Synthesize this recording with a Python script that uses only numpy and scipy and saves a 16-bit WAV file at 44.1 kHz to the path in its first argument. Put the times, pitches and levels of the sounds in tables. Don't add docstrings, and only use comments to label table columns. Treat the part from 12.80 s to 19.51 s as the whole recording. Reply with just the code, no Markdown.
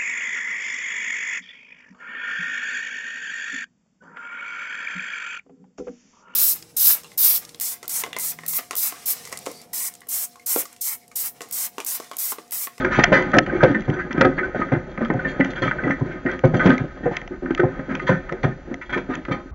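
import sys
import numpy as np
from scipy import signal
from scipy.fft import rfft, irfft, next_fast_len
from scipy.io import wavfile
from scipy.ndimage import uniform_filter1d, map_coordinates

SR = 44100
rng = np.random.default_rng(int(sys.argv[2]) if len(sys.argv) > 2 else 0)


def waveform_to_disk(signal):
    frames = np.transpose(np.atleast_2d(signal))
    scaled = np.clip(frames, -1, 1) * 32767
    samples = np.round(scaled).astype(np.int16)
    wavfile.write(sys.argv[1], SR, samples)


N = 295911


def amp(db):
    return 10 ** (np.asarray(db) / 20)


def unit(x):
    return x / np.sqrt(np.mean(x ** 2) + 1e-20)


def along(points, hz):
    f, v = np.transpose(points)
    return np.interp(np.log(hz + 1), np.log(f + 1), v)


def curve(points):
    s, value = np.transpose(points)
    return np.interp(np.arange(N) / SR, s, value)


def wobble(rate):
    points = rng.standard_normal(int(N * rate / SR) + 4)
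    return map_coordinates(points, [np.arange(N) * rate / SR])


def filtered(x, response):
    m = next_fast_len(N + SR // 2)
    hz = np.fft.rfftfreq(m, 1 / SR)
    return irfft(rfft(x, m) * response(hz), m)[..., :N]


def noise(spectrum):
    return unit(filtered(rng.standard_normal(N), lambda hz: amp(along(spectrum, hz))))


def rings(modes, size, attack):
    hz, db, t60 = np.transpose(modes)[..., None]
    t = np.arange(size) / SR
    onset = 1 - np.exp(-(t / attack) ** 2)
    return amp(db - 60 * t / t60) * np.sin(2 * np.pi * hz * t) * onset


SHIFT = 0.016
FIRST_DB, FIRST_FADES_DB_PER_S = 5.5, 252.5
CRACK_S = 0.003


def blows(table, modes, deep, ring_s, grows, lead, attack, focus_db, octaves, scatter_db, spiky_db, crack_db):
    size = SR // 4
    out, t = np.zeros((2, N + 2 * size)), np.arange(size) / SR
    pitch = np.log2(np.transpose(modes)[0])
    for s, db, hz, length, extra_db in table:
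        chance = rng.standard_normal((3, size // 2))
        moved = np.array(modes) * (1 + SHIFT * chance[0, -len(modes):, None] * [1, 0, 0])
        ring = rings(moved, size, attack)
        near = np.exp(-((pitch - np.log2(hz)) / octaves) ** 2)
        mode_db = focus_db * near + extra_db * deep + scatter_db * chance[0, :len(modes)]
        decay = amp(-60 * t / max(ring_s + grows * length, .01))
        body = amp(mode_db) @ ring * decay
        crack = amp(crack_db - 60 * t / CRACK_S) * rng.standard_normal(size)
        body += crack * np.abs(body).max()
        u = t[:size // 2] / max(length, .001)
        fade = u ** 0.093 * np.exp(-1.3 * u ** 1.41)
        contacts = chance[1] * amp(spiky_db * np.minimum(chance[2], 2.2)) * fade
        first = amp(FIRST_DB - FIRST_FADES_DB_PER_S * length) * np.abs(contacts).max()
        contacts[round(lead * SR)] = first
        sound = signal.fftconvolve([body, decay ** 2.28], [contacts, contacts ** 2], axes=1)
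        loudest = np.sqrt(uniform_filter1d(sound ** 2, size=SR // 80).max(axis=1))
        level = amp([db - 8.5, db + extra_db]) / loudest
        out[:, round((s - lead) * SR):][:, :sound.shape[1]] += level[:, None] * sound
    return out[:, :N]


BIGGEST = 2.8
TREMBLE_DB = -5


def chatter(level, modes, attack, t60, spiky_db, clumpy_db):
    size_db = spiky_db * np.minimum(rng.standard_normal(N), BIGGEST)
    knocks = rng.standard_normal(N) * amp(size_db + clumpy_db * wobble(35))
    knocks = unit(knocks) + amp(TREMBLE_DB) * rng.standard_normal(N)
    decay = amp(-60 * np.arange(SR // 4) / SR / t60)
    ring = rings(modes, SR // 4, attack).sum(0) * decay
    return signal.fftconvolve(level * unit(knocks), ring / np.linalg.norm(ring))[:N]


# start_s, level_db
RUMBLE_LEVEL = [(0.0, -34.5), (1.12, -41.5), (2.71, -41), (3.01, -42), (3.46, -43), (3.72, -37), (4.3, -44),
                (4.71, -40.5), (6.5, -45.5), (6.71, -43)]
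# pitch_hz, level_db (per Hz)
GROUND_COLOUR = [(12, -12.5), (20, 13.5), (42, 19.5), (75, 13.5), (100, -26.5), (130, -8.5), (220, -120)]


def ground_rumble():
    return amp(curve(RUMBLE_LEVEL) + 0.39 * wobble(3.5)) * noise(GROUND_COLOUR)


# pitch_hz, time to fall 60 dB (s)
ROOM_DECAY = [(120, 0.28), (500, 0.22), (1500, 0.17), (6000, 0.35)]


def garage(x):
    step, wet = SR // 4, np.zeros(N + SR)
    for k in range(0, N, step):
        hz, t, z = signal.stft(rng.standard_normal(SR // 2), SR, nperseg=256)
        fade = amp(-60 * t / along(ROOM_DECAY, hz)[:, None])
        tail = signal.istft(z * fade, SR, nperseg=256)[1]
        answer = signal.fftconvolve(x[k:k + step], tail / np.linalg.norm(tail))
        wet[k + SR // 100:][:len(answer)] += answer
    return wet[:N]


# pitch_hz, level_db (per Hz)
CLATTER_COLOUR = [(250, -120), (450, -1.5), (700, 1), (900, -1.5), (1400, -3.5), (2200, -2.5),
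                  (2800, -26.5), (4000, -120)]


def far_clatter(shaking_db):
    return amp(shaking_db - 15 + 2.1 * wobble(12)) * noise(CLATTER_COLOUR)


# start_s, level_db, favoured pitch_hz, contact length_s
FITTING_PINGS = [(0.539, -36, 6190, .01), (1.135, -40, 6190, .01), (1.568, -44, 4400, 0.015),
                 (2.48, -38, 6600, 0.036), (2.756, -33.5, 3170, 0.014), (2.82, -25, 3210, 0.0077),
                 (2.867, -29.5, 3260, 0.034), (3.67, -45, 6050, .01), (3.765, -32.5, 6030, .012),
                 (3.79, -34.5, 3210, 0.025), (5.268, -28, 3210, 0.02), (5.274, -41, 4540, 0.013),
                 (5.63, -34.5, 6400, .012), (6.094, -40, 3210, 0.019), (6.124, -28.5, 3080, 0.022),
                 (6.519, -30, 4600, 0.0087)]
# pitch_hz, level_db, time to fall 60 dB (s)
FITTING_MODES = [(2740, -4.5, 0.089), (3330, 0, 0.088), (3244, 0, 0.29), (3750, -9.5, 0.048),
                 (3900, -7.5, 0.088), (4300, -8.5, 0.074), (4500, -9, 0.066), (4440, -8, 0.091),
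                 (5840, -15.5, 0.065), (6000, -13.5, .1), (6130, -11, 0.083), (6700, -17, .08),
                 (7010, -12.5, .08)]


def fitting(steel_db):
    pings, _ = blows([(*row, 0) for row in FITTING_PINGS], FITTING_MODES, False, ring_s=0.097, grows=1.5,
                     lead=0.0015, attack=0.0014, focus_db=11.0, octaves=0.052, scatter_db=2.5,
                     spiky_db=8.5, crack_db=-22.5)
    return pings + chatter(amp(steel_db - 19), FITTING_MODES, attack=0.00065, t60=0.19,
                           spiky_db=8.5, clumpy_db=10.5)


DULL_HZ = 2250
TICK_S, TICK_DOUBLES_DB = 0.016, 15.5
# start_s, bright modes level_db, dull modes beside them level_db
PART_TICKS = [(0.2391, -5, 13.5), (0.4244, -26, 7), (0.5467, -30, 2), (0.5686, -26, 6),
              (0.5852, -8.5, 17.5), (0.8361, -16, -1.5), (0.9143, -34, -1), (1.0207, -34, 11.5),
              (1.1, -27.5, 5.5), (1.3286, -25.5, -4), (1.4116, -10.5, 0.5), (1.936, -37, 0),
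              (2.176, -49, -5.5), (2.2488, -29, 4), (2.284, -45, 13), (2.338, -36, 4), (2.601, -28.5, 10.5),
              (2.6465, -24.5, 6), (2.7343, -35.5, 12), (3.097, -32, -5), (3.4637, -47, 12),
              (3.515, -29.5, 6), (3.592, -30.5, 7), (3.647, -47, 0), (3.6538, -24.5, 1),
              (3.8595, -19.5, -5.5), (3.867, -33, -6), (3.874, -23, -1), (3.895, -29, 0),
              (3.9798, -27.5, 10), (4.0545, -45, -3), (4.3675, -15.5, 1.5), (4.4158, -32.5, 10),
              (4.4766, -32.5, 8), (4.7482, -19.5, 3), (4.7991, -27.5, 2), (5.1524, -24, -9),
              (5.309, -38, -3), (5.524, -30.5, 10), (5.654, -41, 3), (5.9416, -29.5, 10.5),
              (6.353, -22.5, 0.5), (6.4527, -33.5, -1), (6.5143, -42, -6)]
# pitch_hz, level_db, time to fall 60 dB (s)
PART_MODES = [(701, -6, 0.042), (1328, 7, 0.013), (1980, 16.5, 0.0097), (2570, -3, 0.0087),
              (3282, -0.5, 0.0078), (3690, -5.5, 0.0056), (4200, -8, 0.003), (5570, -6.5, 0.0055),
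              (6270, -3.5, 0.0034), (6100, -23, 0.013)]


def ticks():
    size = SR // 30
    out, t = np.zeros(N + 2 * size), np.arange(size) / SR
    ring = rings(PART_MODES, size, attack=0.00047)
    dull = np.transpose(PART_MODES)[0] < DULL_HZ
    for s, db, dull_db in PART_TICKS:
        chance = rng.standard_normal((2, size))
        gains = amp(2.2 * chance[0, :len(PART_MODES)]) * [dull, ~dull]
        contact_s = TICK_S * 2 ** (db / TICK_DOUBLES_DB)
        contact = chance[1] * amp(-60 * t / contact_s)
        sound = signal.fftconvolve(gains @ ring, [contact], axes=1)
        level = amp([db + dull_db, db - 0.5]) / np.abs(sound).max(axis=1)
        out[round(s * SR):][:sound.shape[1]] += level @ sound
    return out[:N]


def small_parts(steel_db):
    return ticks() + chatter(amp(steel_db - 23.5), PART_MODES[3:], attack=0.00019, t60=0.0093,
                             spiky_db=16.5, clumpy_db=10)


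DOOR_LOW_HZ = 45
# start_s, level_db, ring of the leaf level_db (beside the knock)
DOOR_KNOCKS = [(0.1724, -4, -17), (0.567, -2, -10), (0.851, -12.5, -13), (1.0788, -3.5, -15),
               (1.447, -5, -2), (1.9184, -5, -5), (2.341, -6.5, -14), (2.823, -11, -7.5), (3.209, -4, -15),
               (3.638, 2, -8.5), (3.7359, -5, -14), (4.001, -6.5, -22), (4.8358, -3, -10.5),
               (5.291, -5, -0.5), (5.637, -1.5, -10), (6.4967, -13.5, -10.5)]
# start_s (after the first), level_db
FRAME_JOLTS = [(0, -12.5), (0.0078, -5.5), (0.0155, -2.5)]
# pitch_hz, level_db, time to fall 60 dB (s)
AIR_PUSH = [(215, 8, 0.009), (128.7, -14, 0.092), (156.8, -15, 0.2)]
# pitch_hz, level_db, time to fall 60 dB (s)
LEAF_MODES = [(524.4, -1, 0.11), (383, -16.5, 0.12), (740, -5, 0.062), (655, -13, 0.084), (843, -14, 0.044),
              (1019, -3, 0.033)]


def door():
    size = SR // 4
    out = np.zeros(N + 2 * size)
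    push = -rings(AIR_PUSH, size, attack=0.0012).sum(0)
    leaf = -rings(LEAF_MODES, size, attack=0.00094)
    for s, db, ring_db in DOOR_KNOCKS:
        chance = rng.standard_normal((2, len(LEAF_MODES)))
        for (after, jolt_db), uneven in zip(FRAME_JOLTS, chance[0]):
            out[round((s + after) * SR):][:size] += amp(db + jolt_db + 1.3 * uneven) * push
        out[round(s * SR):][:size] += amp(db + ring_db + 3.2 * chance[1]) @ leaf
    return filtered(out[:N], lambda hz: -hz ** 2 / (DOOR_LOW_HZ ** 2 - hz ** 2 + 1.4j * hz * DOOR_LOW_HZ))


# pitch_hz, level_db (per Hz)
SIZZLE_COLOUR = [(700, -14), (1000, 20.5), (2300, 14.5), (2700, 0), (3300, 3), (4000, -8.5), (4700, -7.5),
                 (5700, -8.5), (6500, -11.5), (8000, -20.5)]


def sizzle(patchy_db):
    z = signal.stft(noise(SIZZLE_COLOUR), nperseg=512)[2]
    field = uniform_filter1d(rng.standard_normal(z.shape), size=4, axis=0)
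    field = uniform_filter1d(field, size=9, axis=1)
    return unit(signal.istft(z * amp(patchy_db * unit(field)), nperseg=512)[1][:N])


# start_s, level_db, favoured pitch_hz, contact length_s, sizzle level_db (beside the blow)
STEEL_CLANGS = [(0.047, -11, 1590, 0.0066, -14), (0.109, -14, 1540, 0.057, -7),
                (0.1905, -6.5, 1860, 0.0098, -13.5), (0.2384, 2.5, 1900, 0.00087, -32.5),
                (0.3222, -4.5, 1680, 0.038, -12.5), (0.5352, -5, 1706, 0.022, -26),
                (0.5846, -25.5, 1620, 0.0011, -38), (0.6634, -24.5, 1290, 0.0055, -4.5),
                (0.6978, -16, 1480, 0.0065, -37.5), (0.8016, -9, 1600, 0.074, -22),
                (.875, -26, 1800, .02, -19), (0.9482, -10.5, 1780, .005, -25.5),
                (.953, -19, 1250, .01, -30.5), (1.08, -29.5, 1500, .02, -8.5),
                (1.13, -24, 1550, .025, -20.5), (1.1887, -16.5, 1635, 0.024, -19),
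                (1.3089, -20, 2000, 0.01, -11.5), (1.3783, -14, 1290, 0.0047, -17.5),
                (1.4117, 1, 1690, 0.0053, -21), (1.4486, -6, 1280, 0.0075, -16.5),
                (1.58, -16, 1500, .008, -20), (1.5858, -10, 1800, 0.013, -29),
                (1.6312, -13.5, 1530, 0.024, -24), (1.748, -25, 1500, .04, -19),
                (1.8168, -7.5, 1270, 0.0084, -45), (1.885, -27, 1600, .015, -24),
                (1.921, -18, 1340, 0.015, -18), (1.9505, -16.5, 1500, 0.0048, -30.5),
                (2.1779, -16, 1920, 0.0015, -34), (2.2144, -17, 1290, 0.018, -26),
                (2.2548, -17.5, 1330, 0.0057, -16.5), (2.3027, -10, 1320, 0.0036, -40),
                (2.3935, -16.5, 1520, 0.012, -26.5), (2.4483, -12, 1640, 0.021, -31),
                (2.489, -32.5, 1590, 0.013, -8.5), (2.609, -8, 2000, 0.0033, -30),
                (2.6379, -25, 1500, 0.024, -8), (2.76, -24, 1480, 0.03, -14), (2.82, -13, 1820, 0.027, -14),
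                (2.8774, -8.5, 1364, 0.011, -26.5), (2.9133, -7.5, 1480, 0.0039, -31),
                (2.9851, -17.5, 1600, 0.024, -49), (3.038, -16.5, 2000, 0.0061, -27.5),
                (3.0759, -16, 1300, 0.0046, -32), (3.1073, -11, 1720, 0.0083, -18.5),
                (3.31, -28, 1540, 0.023, -13.5), (3.4625, -13.5, 1900, 0.0054, -25),
                (3.485, -18, 1530, 0.02, -24.5), (3.53, -27, 2000, 0.014, -12.5),
                (3.6386, -16.5, 1490, 0.017, -14.5), (3.7434, -18, 1460, 0.01, -10),
                (3.7965, -7, 1520, 0.018, -32), (3.823, -17, 1500, .015, -30),
                (3.861, -14, 1535, 0.0074, -9.5), (3.893, -23, 1800, .02, -17),
                (3.9394, -19, 1470, 0.019, -25), (3.9784, -25.5, 1280, 0.03, -15),
                (4.232, -28.5, 1900, .02, -20), (4.2597, -34, 1480, 0.013, -24),
                (4.31, -31, 1800, 0.053, -4.5), (4.3685, -37, 1970, 0.0042, 2.5),
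                (4.6603, -19.5, 2000, 0.0026, -35), (4.7077, -18.5, 1250, 0.0039, -15.5),
                (4.777, -16, 1990, 0.0043, -11), (4.798, -7, 1720, 0.0078, -37),
                (4.882, -33.5, 1520, 0.0076, -30.5), (4.995, -27, 1750, 0.005, -27),
                (5.0913, -23.5, 1650, 0.036, -13), (5.1517, -24, 2060, 0.0038, -3),
                (5.1971, -15.5, 2120, 0.0053, -20), (5.269, -16.5, 1840, 0.033, -9),
                (5.2914, -13, 1560, 0.044, -30), (5.4939, -18, 1930, 0.0023, -16),
                (5.5228, -25.5, 2010, 0.0066, -12.5), (5.633, -18.5, 1770, 0.0068, -12.5),
                (5.641, -13, 1290, 0.011, -13.5), (5.715, -29, 1800, 0.014, -20),
                (6.0137, -29, 1900, 0.014, -6), (6.095, -22, 1470, 0.017, -10),
                (6.127, -14.5, 1710, 0.02, -11.5), (6.1744, -20.5, 1540, 0.011, -7),
                (6.293, -21, 1320, 0.032, -15), (6.335, -21.5, 1780, 0.017, -11),
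                (6.4527, -24, 2020, 0.002, -11), (6.4835, -24, 1290, 0.012, -20),
                (6.512, -14, 1300, 0.02, -15), (6.598, -31.5, 1280, .01, -24)]
# pitch_hz, level_db, time to fall 60 dB (s)
STEEL_MODES = [(1273.4, 8.5, 0.43), (1253.4, 16.5, 0.45), (1463, 9, 0.11), (1530, 14, 0.1),
               (1526, 14, 0.059), (1627, 7.5, 0.25), (1810, 8, 0.66), (1781, 11, 0.16), (1828, -3, 0.64),
               (1992, 8, 0.45), (2273, 1.5, 0.16), (2170, -11, 0.14), (2400, -20.5, 0.25),
               (3300, -18.5, 0.19)]


def steel(steel_db, heave):
    clangs, force = blows(STEEL_CLANGS, STEEL_MODES, False, ring_s=0.021, grows=10.7,
                          lead=0.002037, attack=0.00055, focus_db=8.5, octaves=0.14, scatter_db=4.5,
                          spiky_db=6.5, crack_db=-38)
    shaken = chatter(amp(steel_db) + amp(-25.5) * heave, STEEL_MODES, attack=0.00065, t60=0.07,
                     spiky_db=12.0, clumpy_db=2.5)
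    sizzle_level = force + amp(-46.5) * heave + amp(steel_db - 9.5 + 0.8 * wobble(33))
    return clangs + shaken + sizzle_level * sizzle(patchy_db=3.0)


DEEP_HZ = 175
HEAVE_DB = -2.5
# start_s, level_db, favoured pitch_hz, contact length_s
PANEL_THUDS = [(0.046, -9, 338, 0.022), (0.189, 3, 352, 0.0066), (0.277, -14, 370, 0.0092),
               (0.321, 2.5, 628, 0.013), (0.359, -6.5, 348, 0.028), (0.534, -5.5, 624, 0.039),
               (0.566, -1, 257, 0.022), (0.608, -28, 166, 0.015), (0.675, -13.5, 175, 0.016),
               (0.726, -9, 347, 0.04), (0.8322, 8, 540, 0.012), (0.899, -6.5, 264, 0.022),
               (0.944, -11.5, 230, 0.023), (1.079, -14.5, 338, 0.096), (1.167, -22, 350, 0.021),
               (1.263, -30, 300, 0.011), (1.302, -19.5, 244, 0.016), (1.347, -12.5, 277, 0.017),
               (1.378, -6, 280, 0.015), (1.41, 0.5, 530, 0.021), (1.446, -2.5, 376, 0.029),
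               (1.575, -15, 355, 0.11), (1.748, -12.5, 308, 0.022), (1.794, -9.5, 363, 0.021),
               (1.919, -9, 306, 0.039), (1.961, -12.5, 159, 0.018), (2.178, -16.5, 243, 0.021),
               (2.21, -9.5, 237, 0.021), (2.302, -7.5, 330, 0.012), (2.456, -18.5, 234, 0.0085),
               (2.597, -2.5, 286, 0.017), (2.654, -18, 148, 0.023), (2.688, -16, 266, 0.012),
               (2.82, -11, 358, 0.011), (2.858, -10, 160, 0.013), (3.07, -8.5, 286, 0.027),
               (3.101, -5.5, 274, 0.015), (3.252, -22.5, 350, 0.084), (3.359, -21, 371, 0.0046),
               (3.454, -8.5, 282, 0.027), (3.636, -10, 350, 0.048), (3.74, -5, 255, 0.027),
               (3.771, -14.5, 151, 0.0094), (3.795, -16, 820, .012), (3.857, 4, 240, 0.025),
               (3.894, 0.5, 270, 0.024), (4.04, -16.5, 278, 0.018), (4.206, -25, 302, 0.0205),
               (4.233, -16.5, 297, 0.026), (4.258, -6, 506, 0.024), (4.313, -13.5, 360, 0.0094),
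               (4.418, -26, 715, 0.0073), (4.509, -18.5, 366, 0.04), (4.623, -15, 295, 0.094),
               (4.707, -5.5, 308, 0.0073), (4.795, -4, 332, 0.017), (4.834, -4, 294, 0.0076),
               (4.993, -14.5, 160, 0.0049), (5.085, -19.5, 293, 0.036), (5.106, -14.5, 296, .045),
               (5.293, -6.5, 354, 0.019), (5.316, -6.5, 161, 0.018), (5.519, -14, 353, 0.023),
               (5.639, -19, 350, 0.049), (5.67, -14.5, 160, 0.025), (5.874, -25.5, 350, 0.066),
               (5.912, -16, 270, 0.024), (6.094, -26.5, 830, 0.052), (6.124, -22, 606, 0.044),
               (6.161, -12, 370, 0.031), (6.29, -13, 303, 0.037), (6.374, -21.5, 720, 0.016),
               (6.485, -14.5, 365, 0.0049), (6.508, -14, 245, 0.027), (6.527, -20, 1034, 0.063),
               (6.659, -25.5, 270, 0.0092)]
# pitch_hz, level_db, time to fall 60 dB (s)
PANEL_MODES = [(113, -24, 0.38), (156.3, -1.5, 0.16), (192, -5.5, 0.93), (223.5, -7.5, 1),
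               (268.2, 1.5, 0.19), (314.4, -5, 0.21), (357.6, 2.5, 0.14), (426, -10, 0.068),
               (470.3, -4.5, 0.13), (519.6, -2, 0.17), (572, -8, 0.058), (595, -14, 0.19),
               (653, -24.5, 0.34), (719, -6.5, 0.18), (811, -6.5, 0.11), (870, -23, 0.11),
               (975, -1.5, 0.021), (1038, -10, 0.11), (1110, -26.5, 0.13)]


def panels(shaking_db):
    deep = np.transpose(PANEL_MODES)[0] < DEEP_HZ
    thuds, heave = blows([(*row, HEAVE_DB) for row in PANEL_THUDS], PANEL_MODES, deep, ring_s=0.15, grows=1.8,
                         lead=0.00198, attack=0.00039, focus_db=10.5, octaves=0.22, scatter_db=2.5,
                         spiky_db=8.5, crack_db=-33.0)
    shaken = chatter(amp(shaking_db), PANEL_MODES, attack=0.00055, t60=0.099, spiky_db=7, clumpy_db=4)
    return thuds + shaken, heave


LOWEST_HZ = 121


def radiate(hz):
    return (-hz ** 2 / (LOWEST_HZ ** 2 - hz ** 2 + 1.3j * hz * LOWEST_HZ)) ** 2


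# start_s, level_db
SHAKING_LEVEL = [(0, -20), (.1, -30), (.2, -27.5), (.3, -29), (.42, -21.5), (.52, -28.5), (.63, -38),
                 (.75, -25), (1.0, -35), (1.14, -33.5), (1.31, -36), (1.42, -24), (1.64, -40), (1.81, -29),
                 (2.05, -37.5), (2.5, -29.5), (2.88, -31.5), (3.0, -29), (3.19, -33), (3.3, -33),
                 (3.42, -38), (3.52, -26), (3.62, -40.5), (3.75, -31.5), (3.89, -16), (4.04, -38.5),
                 (4.18, -39.5), (4.35, -38), (4.6, -47), (4.75, -35), (4.95, -33.5), (5.06, -38),
                 (5.3, -33.5), (5.45, -36.5), (5.77, -43), (6.08, -45.5), (6.35, -36.5), (6.47, -41.5),
                 (6.58, -42), (6.71, -48)]


def scene():
    shaking_db = curve(SHAKING_LEVEL)
    steel_db = shaking_db - 7
    panel_sound, heave = panels(shaking_db)
    near = panel_sound + steel(steel_db, heave) + fitting(steel_db) + far_clatter(shaking_db)
    knocks = door()
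    close = small_parts(steel_db)
    room = garage(near + amp(4.0) * knocks + amp(-21.5) * close)
    struck = near + amp(-9.0) * room + close
    mono = filtered(struck, radiate) + knocks + ground_rumble()
    return np.array([mono, mono])


TOP_HZ = 8100
# pitch_hz, width_hz, depth (0-1)
HOUSING_DIPS = [(1129.5, 266, 1), (5170, 880, 0.7)]
# pitch_hz, level_db (per Hz)
HISS_COLOUR = [(1530, -34), (2600, -10), (3300, -16.5), (5130, -15.5), (6390, -17), (7210, -18),
               (7960, -58), (10300, -101.5), (17500, -120)]


def record(dry):
    def dips(f):
        return np.prod([1 - min(depth, 1) * 1j * f * w / (c * c - f * f + 1j * f * w)
                        for c, w, depth in HOUSING_DIPS], axis=0)

    def roll(hz):
        return (hz < TOP_HZ) / (1 + (hz / 7100) ** 24)

    x = filtered(dry + amp(-63.0) * noise(HISS_COLOUR), dips)
    x = x / (1 + np.abs(x / 0.6) ** 6) ** (1 / 6)
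    lag = np.array([[1], [0]]) / SR  # left, right (s)
    return filtered(x, lambda hz: roll(hz) * np.exp(-2j * np.pi * hz * lag))


dry = scene()
out = record(dry)
waveform_to_disk(out)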